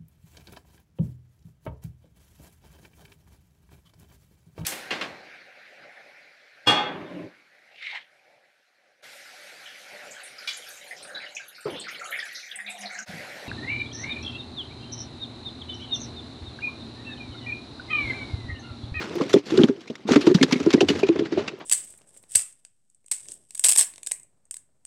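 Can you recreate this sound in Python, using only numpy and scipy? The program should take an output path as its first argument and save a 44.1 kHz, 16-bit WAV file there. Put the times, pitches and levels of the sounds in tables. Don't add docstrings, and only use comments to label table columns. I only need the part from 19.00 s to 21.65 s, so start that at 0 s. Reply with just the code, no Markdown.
import sys
import numpy as np
from scipy import signal
from scipy.fft import rfft, irfft
from scipy.io import wavfile
from scipy.ndimage import uniform_filter1d

SR = 44100
rng = np.random.default_rng(int(sys.argv[2]) if len(sys.argv) > 2 else 0)


def decibels_to_gain(level_db):
    exponent = np.asarray(level_db, float) / 20
    return 10 ** exponent


def dump(signal):
    limited = np.clip(np.atleast_2d(signal).T, -1, 1)
    pcm = np.round(limited * 32767).astype(np.int16)
    wavfile.write(sys.argv[1], SR, pcm)


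N = 116865
LEAD_IN_S = 0.02

# frequency in Hz, level in dB, t60 in seconds.
BOX_MODES = [(164.4, 8.5, 0.042), (228.7, -7, 0.091), (289.3, -6.5, 0.11), (348.2, 1.5, 0.057),
             (404.2, 1.5, 0.066), (483.3, 3, 0.028), (627, -10, 0.055)]
# start in seconds, peak in dB.
HEAVES = [
    (0.09, -30.5),
    (1.59, -29),
    (1.83, -22),
    (1.91, -22),
    (2.14, -28.5),
    (2.34, -27),
]
# start in seconds, peak in dB.
LATCH_TICKS = [
    (0.1547, -41),
    (2.591, -48.5),
]
# time in seconds, effort in dB.
SLIDE_EFFORT = [(0, -44), (0.389, -46), (0.418, -62), (0.454, -53), (0.513, -39.5), (.66, -39.5),
                (0.719, -56), (1.063, -58.5), (1.086, -36.5), (1.22, -42), (1.86, -46), (1.96, -42),
                (2.3, -50), (2.407, -41), (2.65, -59)]
# from in seconds, to in seconds, change in dB.
LIFTS = [
    (0.656, 0.677, -6),
    (1.2, 1.22, -3),
    (1.295, 1.34, -20),
    (1.852, 1.869, -4),
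    (2.283, 2.306, -1.5),
]
# frequency in Hz, density in dB per Hz.
SCUFF_SPECTRUM = [(24, -85), (40, 2.5), (207, 6), (387, 5), (704, -8), (3840, -13.5), (5580, -19),
                  (11200, -40.5), (15500, -63.5)]
# start in seconds, peak in dB, note in Hz, t60 in seconds.
AIR_POPS = [(0.2105, -19, 1066, 0.032), (0.223, -20, 513, 0.12), (0.5741, -23.5, 3460, 0.016),
            (0.59, -20.5, 1460, 0.02), (0.6349, -8, 3200, 0.013), (0.686, -25, 1430, 0.021),
            (1.0893, -18.5, 775, 0.041), (1.121, -25.5, 2410, 0.045), (1.267, -23, 960, 0.032),
            (1.3862, -27.5, 1630, 0.025), (1.4127, -19, 2170, 0.036), (1.4145, -26, 596, 0.058),
            (1.4295, -12, 3480, 0.019), (1.5579, -25, 2180, 0.036), (1.78, -32, 1950, 0.088),
            (1.807, -11.5, 2830, 0.024), (1.813, -18, 734, 0.085), (2.03, -17.5, 620, 0.034),
            (2.033, -20.5, 2430, 0.05), (2.165, -31, 2200, 0.021), (2.375, -17, 601, 0.082),
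            (2.48, -23.5, 2690, 0.044)]
# frequency in Hz, density in dB per Hz.
SPRAY_SPECTRUM = [(350, 1), (600, -8), (1620, -8), (2750, -6.5), (4140, -5.5), (6850, -9), (8990, -21.5),
                  (11800, -27), (15500, -105.5)]
# start in seconds, peak in dB, smack in Hz,
# spray t60 in seconds.
SMALL_SLAPS = [(0.183, -26, 1520, 0.038), (0.237, -27.5, 3500, 0.024), (0.281, -40, 3500, .03),
               (0.331, -15, 5000, 0.062), (0.387, -32.5, 4100, .04), (0.4579, -31.5, 4100, 0.18),
               (0.5038, -21.5, 2800, 0.064), (0.607, -28.5, 3500, 0.074), (0.8076, -36.5, 2920, 0.068),
               (1.111, -14.5, 2500, 0.037), (1.129, -18, 3020, 0.064), (1.145, -19.5, 1950, 0.03),
               (1.258, -27.5, 4420, .05), (1.291, -25, 1770, 0.11), (1.311, -25, 1780, .06),
               (1.492, -36, 3440, .05), (1.629, -25, 2530, 0.048), (1.73, -19.5, 4000, 0.019),
               (1.767, -30, 2500, .04), (1.934, -24.5, 1400, 0.031), (1.95, -24, 1820, 0.1),
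               (1.985, -25, 1500, .04), (2.1236, -31, 1200, 0.04), (2.389, -24.5, 2570, .08)]
# start in seconds, peak in dB, smack in Hz, spray t60 in
# seconds.
SLAPS = [(0.0064, -21, 1480, 0.16), (0.1535, -27.5, 6000, 0.086), (0.2104, -17, 1100, 0.07),
         (0.2948, -21.5, 5450, 0.083), (0.3018, -35, 1900, 0.12), (0.338, -7.5, 1940, 0.021),
         (0.3574, -26.5, 2130, 0.13), (0.5746, -15.5, 3000, 0.032), (0.5934, -26.5, 1370, 0.15),
         (0.636, -15, 2000, 0.041), (0.6839, -22, 1480, 0.047), (0.875, -34, 2440, 0.056),
         (0.8995, -32.5, 2550, 0.051), (0.9547, -27.5, 2070, 0.03), (1.076, -26, 3600, 0.088),
         (1.09, -17.5, 1460, 0.1), (1.1188, -9.5, 2350, 0.029), (1.1342, -10, 1320, 0.056),
         (1.1581, -5, 1140, 0.043), (1.21, -17.5, 2930, 0.085), (1.267, -6.5, 1080, 0.054),
         (1.3455, -14, 3720, 0.065),
         (1.4142, -18.5, 2140, 0.015), (1.4278, -2, 3320, 0.042), (1.5107, -14.5, 1400, 0.044),
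              (1.5239, -8, 2200, 0.053), (1.5582, -27.5, 2120, 0.13), (1.6004, -18.5, 1350, 0.05),
              (1.6614, -17.5, 1970, 0.025), (1.704, -15.5, 2210, 0.07), (1.735, -8, 2120, 0.045),
              (1.8067, -9, 2700, 0.052), (1.8862, -7.5, 2880, 0.042), (1.8987, -12.5, 2100, 0.062),
              (1.9917, -20, 2940, 0.072), (2.0321, -21.5, 2440, 0.052), (2.0674, -22, 2500, 0.063),
              (2.0863, -18, 2430, 0.03), (2.1587, -17.5, 1004, 0.034), (2.1901, -18.5, 1820, 0.064),
              (2.2523, -23.5, 1810, 0.082), (2.3216, -23, 2010, 0.091), (2.376, -19.5, 1050, 0.11),
              (2.3928, -34, 1030, 0.06), (2.4787, -11.5, 2570, 0.042), (2.5995, -26, 970, 0.13)]
# start in seconds, peak in dB, wall note in Hz, t60 in seconds.
THUDS = [(0.153, -21, 353, 0.14), (0.2, -15, 455, 0.027), (0.209, -13, 280, 0.068),
         (0.255, -22, 275, 0.021), (0.34, 0.5, 396, 0.021), (0.36, -6, 320, 0.033),
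         (0.519, -12.5, 320, 0.059), (0.538, -10, 360, 0.035), (0.549, -22, 374, 0.1),
         (0.575, -4.5, 390.6, 0.087), (0.593, -1, 246, 0.027), (0.61, -8, 326.7, 0.13),
         (0.635, -0.5, 245, 0.044), (0.686, -10.5, 256, 0.056), (0.695, -15, 395, 0.12),
         (0.778, -34.5, 326, 0.083), (0.9, -20, 237, 0.047),
         (1.051, -21, 207, 0.17), (1.088, -12, 446, 0.032), (1.108, -5, 256, 0.049),
                (1.128, -18.5, 400, 0.12), (1.16, 0, 266.5, 0.037), (1.241, -20, 361, 0.11),
                (1.268, -1.5, 326, 0.063), (1.286, -13.5, 354.7, 0.096), (1.296, -8.5, 283, 0.035),
                (1.309, -7.5, 372.6, 0.057), (1.347, 0, 177, 0.057), (1.41, -6, 263, 0.11),
                (1.432, -5, 274, 0.027), (1.524, -7.5, 264, 0.046), (1.555, -12, 248, 0.074),
                (1.601, -13.5, 283, 0.071), (1.663, -3.5, 336.4, 0.074), (1.739, 0.5, 263, 0.044),
                (1.754, -14, 380, 0.046), (1.775, -14, 410, 0.02), (1.809, -6.5, 430, 0.01),
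                (1.824, -9, 305, 0.037), (1.836, -13, 297, 0.031), (1.889, -13.5, 400, 0.019),
                (1.902, -7, 275.6, 0.022), (1.957, -19.5, 365, 0.045),
         (2.031, -6, 388.5, 0.086), (2.089, -5.5, 335.5, 0.11), (2.153, -15.5, 450, 0.022),
              (2.191, -9.5, 330, 0.038), (2.207, -17.5, 425, 0.046), (2.217, -12.5, 327, 0.075),
              (2.253, -21, 324, 0.03), (2.322, -14, 330, 0.054), (2.374, -9.5, 368.4, 0.048),
              (2.364, -21.5, 404, 0.077), (2.39, -20.5, 404, 0.084), (2.533, -27.5, 380, 0.068)]
# start in seconds, peak in dB, wall note in Hz, t60 in
# seconds.
SECOND_NOTES = [
    (0.344, -16, 210, 0.076),
                (0.899, -23, 477, 0.024),
]


def evened(x):
    return x / np.sqrt(np.mean(x ** 2) + 1e-20)


def colour(x, points):
    hz, db = np.transpose(points)
    f = abs(np.fft.fftfreq(4096, 1 / SR))
    log_gain = np.interp(np.log(f + 1), np.log(hz + 1), db) * np.log(10) / 20
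    taps = np.fft.ifft(np.exp(np.conj(signal.hilbert(log_gain)))).real[:2048]
    return signal.oaconvolve(x, taps / np.linalg.norm(taps))[:len(x)]


def add(mix, start_s, sound):
    part = mix[round(start_s * SR):][:len(sound)]
    part += sound[:len(part)]


def ring(t, hz, t60_s):
    return decibels_to_gain(-60 * t / t60_s) * np.sin(2 * np.pi * hz * t)


def ragged(x):
    patch_db = 2.5
    z = signal.stft(x, nperseg=256, noverlap=192)[2]
    patches = rng.standard_normal(z.shape[::-1]).T
    patches = uniform_filter1d(patches, size=4, axis=0)
    patches = uniform_filter1d(patches, size=7, axis=1)
    return signal.istft(z * decibels_to_gain(patch_db * evened(patches)), nperseg=256, noverlap=192)[1][:N]


def heave(db):
    t = np.arange(4000) / SR
    return decibels_to_gain(db) * np.hanning(4000) * np.sin(2 * np.pi * 90 * t)


def tick(db):
    return decibels_to_gain(db) * np.diff(rng.standard_normal(200), 2) * decibels_to_gain(-np.arange(198) / 4)


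def slide():
    grains_per_s, grain_db, scuff_db = 4000, 3.5, 3
    bumps_per_s, bump_db, rumble_db = 81, 10, 2
    clock = np.arange(N) / SR
    effort = decibels_to_gain(np.interp(clock, *np.transpose(SLIDE_EFFORT)))
    lift_db = sum(db * ((clock > a) & (clock < b)) for a, b, db in LIFTS) * 1.0
    effort = effort * decibels_to_gain(uniform_filter1d(lift_db, size=300))

    chance = rng.random((2, N))
    size = rng.exponential(1, (2, N))
    sign = np.sign(size - np.log(2))
    grains = (chance[0] < grains_per_s / SR) * decibels_to_gain(grain_db * np.minimum(size[0], 4)) * sign[1]
    grains = evened(grains) + 0.56 * rng.standard_normal(N)
    scuff = ragged(colour(grains, SCUFF_SPECTRUM))
    high_pass = signal.butter(2, 600, "high", fs=SR, output="sos")
    scuff = scuff / np.std(signal.sosfilt(high_pass, scuff))

    t = np.arange(8000) / SR
    box = sum(decibels_to_gain(db) * ring(t, hz, t60_s) for hz, db, t60_s in BOX_MODES)
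    bumps = (chance[1] < bumps_per_s / SR) * decibels_to_gain(bump_db * np.minimum(size[1], 2)) * sign[0]
    rumble = evened(signal.oaconvolve(bumps, box)[:N])
    return effort * (decibels_to_gain(scuff_db) * scuff + decibels_to_gain(rumble_db) * rumble)


def pop(db, hz, t60_s):
    pair_ratio, rise_s = 1.09, 0.00027
    t = np.arange(6000) / SR
    t60_s = max(t60_s, 0.01)
    x = ring(t, hz, t60_s) + 0.5 * ring(t, pair_ratio * hz, t60_s)
    x = x * (1 - np.exp(-t / rise_s))
    return decibels_to_gain(db) * x / abs(x).max()


def slap(db, hz, t60_s):
    grit_db, smack_db, smack_width_hz = 2.5, -8.5, 325
    bright_ratio, rise_per_t60 = 2.075, 0.043
    lead_db, lead_s = -7, 0.0013
    noise = rng.standard_normal((9000, 2))
    t = np.arange(9000) / SR - LEAD_IN_S
    t60_s = max(t60_s, 0.01)
    grit = noise[:, 0] * decibels_to_gain(grit_db * evened(uniform_filter1d(noise[:, 1], 60)))
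    band = signal.butter(1, [500, min(bright_ratio * hz, SR / 3)], "bandpass", fs=SR)
    spray = signal.lfilter(*band, evened(colour(grit, SPRAY_SPECTRUM)))
    r = np.exp(-np.pi * smack_width_hz / SR)
    smack = evened(signal.lfilter([1], [1, -2 * r * np.cos(2 * np.pi * hz / SR), r * r], grit))
    after = np.maximum(t, 0)
    shape = decibels_to_gain(-60 * after / t60_s) * (1 - np.exp(-after / (rise_per_t60 * t60_s)))
    lead = decibels_to_gain(lead_db) * np.exp(-abs(t) / lead_s)
    return decibels_to_gain(db - 5) * (shape * (spray + decibels_to_gain(smack_db) * smack) + lead * spray)


def splashes(events):
    wet = np.zeros(N + SR)
    for start_s, *row in events:
        add(wet, start_s, slap(*row))
    return ragged(wet[round(LEAD_IN_S * SR):][:N])


def thud(db, hz, t60_s, luck):
    walls_db, near_oct, luck_db, rise_s = -7.5, 0.67, 2.87, 0.0024
    shove_db, shove_hz, shove_t60_s = -19.5, 114.3, 0.13
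    rib_db, rib_hz, rib_t60_s = -27.5, 725.6, 0.051
    t = np.arange(12000) / SR
    rise = 1 - np.exp(-t / rise_s)
    walls = 0
    for (mode_hz, mode_db, mode_t60_s), u in zip(BOX_MODES, luck):
        far_db = 4.1 * (np.log2(mode_hz / hz) / near_oct) ** 2
        walls = walls + decibels_to_gain(mode_db - far_db + luck_db * u) * np.sign(u) * ring(t, mode_hz, mode_t60_s)
    note = decibels_to_gain(-60 * (t / max(t60_s, 0.01)) ** 1.197) * np.sin(2 * np.pi * hz * t)
    x = (note + decibels_to_gain(walls_db) * walls) * rise ** 2
    shove = ring(t, shove_hz, shove_t60_s) * rise
    ribs = sum(ring(t, rib_hz * 2 ** (u / 2), rib_t60_s) for u in luck[::2]) * rise
    return decibels_to_gain(db) * (x / abs(x).max() + decibels_to_gain(shove_db) * shove + decibels_to_gain(rib_db) * ribs)


def close_lid(mix):
    lid_s, lid_hz = 1.97, 5000
    shut = np.clip((np.arange(N) / SR - lid_s) * 10, 0, 1)
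    dull = signal.lfilter(*signal.butter(1, lid_hz, fs=SR), mix)
    return mix + shut * (dull - mix)


def scene():
    mix = slide()
    for start_s, db in HEAVES:
        add(mix, start_s, heave(db))
    for start_s, db in LATCH_TICKS:
        add(mix, start_s, tick(db))
    for start_s, *row in AIR_POPS:
        add(mix, start_s, pop(*row))
    mix = mix + splashes(SMALL_SLAPS)
    mix = mix + splashes(SLAPS)
    for start_s, *row in THUDS + SECOND_NOTES:
        add(mix, start_s, thud(*row, rng.standard_normal(len(BOX_MODES))))
    return close_lid(mix)[None]


def low_pass(x):
    return signal.sosfilt(signal.butter(12, 15710, fs=SR, output="sos"), x)


def record(dry):
    ceiling, edge_hz, low_cut_hz = 2, 15650, 188.7
    notch_hz, notch_width_hz, notch_db = 8920, 240, -8
    hz = np.fft.rfftfreq(N, 1 / SR)
    x = ceiling * np.tanh(dry / ceiling)
    notch = decibels_to_gain(notch_db * np.exp(-((hz - notch_hz) / notch_width_hz) ** 2))
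    x = irfft(rfft(x) * notch * (hz < edge_hz), N)
    x = signal.sosfilt(signal.butter(2, low_cut_hz, "high", fs=SR, output="sos"), x)
    return low_pass(x)


dry = scene()
out = record(dry)
dump(out)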